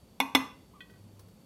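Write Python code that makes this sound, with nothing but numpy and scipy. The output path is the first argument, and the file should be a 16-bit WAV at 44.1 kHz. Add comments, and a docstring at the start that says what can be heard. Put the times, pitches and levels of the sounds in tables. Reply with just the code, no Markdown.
"""Knocks on a kitchen container

A utensil knocks twice, hard, on a container over a wooden board. The struck walls ring briefly
and a small kitchen echoes. After a faint squeak the utensil clinks lightly on the rim, and handling
makes a few soft ticks. A low hum swells and fades over steady room noise and a thin whine."""
import sys
import numpy as np
from scipy import signal
from scipy.fft import rfft, irfft, next_fast_len
from scipy.io import wavfile

SR = 44100
rng = np.random.default_rng(int(sys.argv[2]) if len(sys.argv) > 2 else 0)


def master_out(mix):
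    """Clip the mix to full scale and print it as 16-bit PCM to the path in sys.argv[1]."""
    frames = np.transpose(np.atleast_2d(mix))
    ceiling = np.clip(frames, -1, 1)
    pcm = np.round(ceiling * 32767).astype(np.int16)
    wavfile.write(sys.argv[1], SR, pcm)


N = 63945


def amp(db):
    """Turn decibels into a number to multiply by."""
    return 10 ** (np.asarray(db) / 20)


def along(points, hz):
    """Read the value at hz from (frequency, value) points, joined on a log frequency axis."""
    point_hz, values = np.transpose(points)
    return np.interp(np.log(hz + 1), np.log(point_hz + 1), values)


def filtered(x, response):
    """Make each frequency in x louder or softer by the factor response(hz)."""
    size = next_fast_len(N + SR // 2)
    return irfft(rfft(x, size) * response(np.fft.rfftfreq(size, 1 / SR)), size)[:N]


def noise(colour):
    """Noise of average (rms) strength 1; colour says how strong its frequencies are next to each other."""
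    x = filtered(rng.standard_normal(N), lambda hz: amp(along(colour, hz)))
    return x / x.std()


def since(start):
    """Seconds since start, 0 before it."""
    return np.maximum(np.arange(N) / SR - start, 0)


def fade(t, rise, t60, hold=0):
    """Rise quickly, hold, then die away. All in seconds; t60 is the time it takes to fade by 60 dB."""
    return (1 - np.exp(-t / rise)) * np.exp(-np.log(1000) * np.maximum(t - hold, 0) / t60)


def ring(t, hz, rise, t60, hold=0):
    """One natural tone of a struck object: a sine wave that dies away."""
    return fade(t, rise, t60, hold) * np.sin(2 * np.pi * (hz * t + rng.random()))


def room_noise():
    """A steady, soft rush, strongest in the bass."""
    # Colour of the rush (frequency [Hz], level [dB])
    colour = [(12, -61.5), (20, -39.5), (49, -9.5), (101, -11.5), (130, -11.5), (198, -6.5), (248, -14),
              (513, -19), (780, -26), (849, -25), (1710, -37), (3340, -34.5), (3630, -35.5), (4540, -39),
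              (5080, -38.5), (13500, -40), (16000, -53.5)]
    return amp(-57.5) * noise(colour)


def whine():
    """A narrow band of noise, heard as a thin, steady high note."""
    centre_hz, width_hz = 4516, 79
    band = filtered(rng.standard_normal(N), lambda hz: 1 / (1 + ((hz - centre_hz) / width_hz) ** 2))
    return amp(-78) * band / band.std()


def hum(hz=100.7):
    """A low tone that swells and fades near the end."""
    # Loudness of the hum (time [s], level [dB])
    swell = [(.88, -89), (.96, -58.5), (1.02, -51), (1.12, -54.5), (1.26, -52.5), (1.342, -81)]
    times, db = np.transpose(swell)
    t = since(0)
    return np.interp(t, times, amp(db), left=0, right=0) * np.sin(2 * np.pi * hz * t)


def kitchen_echo(x):
    """The room's echo of x builds up, then dies away at its own speed at each frequency."""
    # How long the echo lasts (frequency [Hz], fade time [s])
    fade_times = [(150, 0.56), (400, 0.49), (1000, 0.37), (2000, 0.4), (3500, 0.43), (7000, .35),
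                  (14000, 0.25)]
    # Colour of the echo (frequency [Hz], level [dB])
    colour = [(150, -6.5), (270, -15.5), (600, -13.5), (850, -13), (1030, -3.5), (1500, -10), (1850, -9),
              (2030, -12), (2230, -22.5), (2420, -16.5), (2514, -9), (2620, -10.5), (3500, -19.5),
              (6000, -13.5), (13000, -11)]
    delay_s, build_s = 0.0026, 0.0046
    band_hz, t, bands = signal.stft(rng.standard_normal(N), SR, nperseg=256)
    decay = np.exp(-np.log(1000) * t / along(fade_times, band_hz)[:, None])
    tail = signal.istft(bands * decay, SR, nperseg=256)[1][:N]
    tail *= 1 - np.exp(-since(delay_s) / build_s)
    tail = filtered(tail / np.linalg.norm(tail), lambda hz: amp(along(colour, hz)))
    return signal.fftconvolve(x, tail)[:N]


def ticks():
    """Soft handling contacts: short puffs of noise with no ringing."""
    # The contacts (time [s], level [dB])
    contacts = [(.903, -61), (.988, -65), (1.192, -51), (1.283, -60.5)]
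    # Colour of a tick (frequency [Hz], level [dB])
    colour = [(200, 8), (1400, 1), (2200, -5), (5000, -1), (7500, -8), (10000, -1.5), (13500, -7),
              (16000, -4)]
    loudness = sum(amp(db) * fade(since(start), rise=0.0019, t60=0.08) for start, db in contacts)
    return loudness * noise(colour)


def squeak(octave_db=-17):
    """A faint tone that slides up and sags, with a softer tone an octave above."""
    # Path of the squeak (time [s], pitch [Hz], level [dB])
    slide = [(0.735, 884, -79), (0.738, 964, -54), (0.742, 1124, -55.5), (.749, 1245, -63),
             (0.759, 1230, -56.5), (0.766, 1163, -57.5), (.779, 1130, -63), (0.793, 1154, -75)]
    times, hz, db = np.transpose(slide)
    t = since(0)
    phase = 2 * np.pi * np.cumsum(np.interp(t, times, hz)) / SR
    loudness = np.interp(t, times, amp(db), left=0, right=0)
    return loudness * (np.sin(phase) + amp(octave_db) * np.sin(2 * phase))


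def clinks(scuff_db=-8):
    """Light touches scuff the rim and make it ring; the softer ones sound duller."""
    # The touches (time [s], level [dB], dulling [dB per kHz])
    touches = [(0.8053, -44.5, 4.5), (.898, -55.5, 10), (0.937, -58, 16), (0.957, -59.5, 16)]
    # Natural tones of the rim (frequency [Hz], level [dB], fade time [s])
    rim_tones = [(1113, -19.5, 0.15), (1520, -3, 0.09), (1931, 3, 0.092), (2512, 3.5, 0.062),
                 (3157, 5, 0.099), (3418, 5.5, 0.11), (4170, -9, 0.19)]
    # Colour of the scuff (frequency [Hz], level [dB])
    scuff_colour = [(300, 7), (1200, -8), (1900, -19), (3400, -2), (4500, -3), (7000, -20), (16000, -16)]
    rise_s = 0.00074
    pivot_hz = rim_tones[1][0]  # dulling weakens tones above this and lifts those below
    out = np.zeros(N)
    for start, db, dulling in touches:
        t = since(start)
        rim = sum(amp(tone_db - dulling * (hz - pivot_hz) / 1000) * ring(t, hz, rise_s, t60)
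                  for hz, tone_db, t60 in rim_tones)
        scuff = amp(scuff_db) * fade(t, rise_s, t60=0.054) * noise(scuff_colour)
        out += amp(db) * (rim + scuff)
    return out


def knocks():
    """Each blow cracks, rings the container's walls, sets off a hollow boom and thuds into the board."""
    # The blows (time [s], ring level [dB], clatter level [dB], boom pitch [Hz], boom level [dB],
    # boom fade time [s], thud level [dB])
    blows = [(.2017, -22.5, -25, 272.2, -26.5, 0.24, -74), (.3497, -17.5, -18.5, 265.6, -19.5, 0.2, -42)]
    # Natural tones of the container's walls; each blow hits a different spot
    # (frequency [Hz], fade time [s], level at first spot [dB], level at second spot [dB])
    wall_tones = [(464, 0.14, -19.5, -17.5), (532, 0.11, -16.5, -14.5), (823, 0.041, -0.5, -5),
                  (921.4, 0.12, -5, -19), (1012, 0.1, -23, -11), (1121, 0.14, -11, -16.5),
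                  (1182, 0.093, -28, -15.5), (1498, .05, -10, -16.5), (1990, 0.12, -12.5, -11),
                  (2028, 0.072, -9.5, -4.5), (2208, 0.075, -1, -3.5), (2499, 0.024, -3.5, -4.5),
                  (2469, 0.27, -18, -22.5), (2702, 0.089, -14.5, -18), (2802, 0.11, -16, -17),
                  (2997, 0.059, -21, -15), (3461, 0.05, -2.5, 1.5), (3486, 0.035, -9.5, -14.5),
                  (3696, 0.023, -12, -3), (4198, 0.14, -24.5, -19.5), (5360, .035, -24.5, -12.5),
                  (5664, .03, -19.5, -12), (6372, 0.15, -26.5, -22.5), (7610, 0.0389, -20.5, -16.5),
                  (9020, 0.076, -25.5, -22), (12400, 0.063, -29.5, -25)]
    # Clatter: many crowded tones of the contact that die quickly (frequency [Hz], level [dB])
    clatter_colour = [(30, -47), (100, -30), (170, 2), (300, 7), (600, -2), (900, 6.5), (1300, 1),
                      (1800, -1), (2500, 2), (3200, -16.5), (3700, -2.5), (4500, -18), (5600, -3.5),
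                      (6900, -25), (9000, -18), (10000, -12), (11000, -13.5), (13200, -15), (14500, -25.5),
                      (16000, -27.5)]
    # Colour of the sharp crack (frequency [Hz], level [dB])
    crack_colour = [(100, -43.5), (500, -9), (5500, -10.5), (7500, -6.5), (9500, -3.5), (11300, 10),
                    (14000, -11.5), (16000, -9.5)]
    # The crack and its bounces off the nearest surfaces (delay [s], level [dB])
    bounces = [(0, 1.5), (.0035, -8.5), (.0075, -6.5)]
    rise_s, crack_boost_db = 0.00018, 3
    hold_s = 0.0028  # the nearby board and walls keep each knock loud this long
    container, board = np.zeros(N), np.zeros(N)
    for spot, (start, ring_db, clatter_db, boom_hz, boom_db, boom_t60, thud_db) in enumerate(blows):
        t = since(start)
        walls = sum(amp(spot_db[spot]) * ring(t, hz, rise_s, t60, hold_s)
                    for hz, t60, *spot_db in wall_tones)
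        boom = amp(boom_db) * ring(t, boom_hz, rise=0.0026, t60=boom_t60)
        board += amp(thud_db) * ring(t, hz=75, rise=0.0054, t60=0.096)
        clatter = amp(clatter_db) * fade(t, rise_s, t60=0.049, hold=hold_s) * noise(clatter_colour)
        bursts = sum(amp(db) * fade(since(start + delay), rise_s, t60=0.0032) for delay, db in bounces)
        crack = amp(clatter_db + crack_boost_db) * bursts * noise(crack_colour)
        container += amp(ring_db) * walls + boom + clatter + crack
    # The small container gives off little bass below 140 Hz.
    bass_cut = signal.butter(2, 140, "high", fs=SR, output="sos")
    return signal.sosfilt(bass_cut, container) + board


def scene():
    """All the contacts, their echo and the background, in one channel."""
    direct = knocks() + clinks() + ticks() + squeak()
    return (direct + kitchen_echo(direct) + whine() + room_noise() + hum())[None]


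def record(dry, top_hz=15900):
    """Cut away the highest treble, above top_hz."""
    low_pass = signal.ellip(10, .1, 90, top_hz, fs=SR, output="sos")
    return signal.sosfilt(low_pass, dry)


dry = scene()
out = record(dry)
master_out(out)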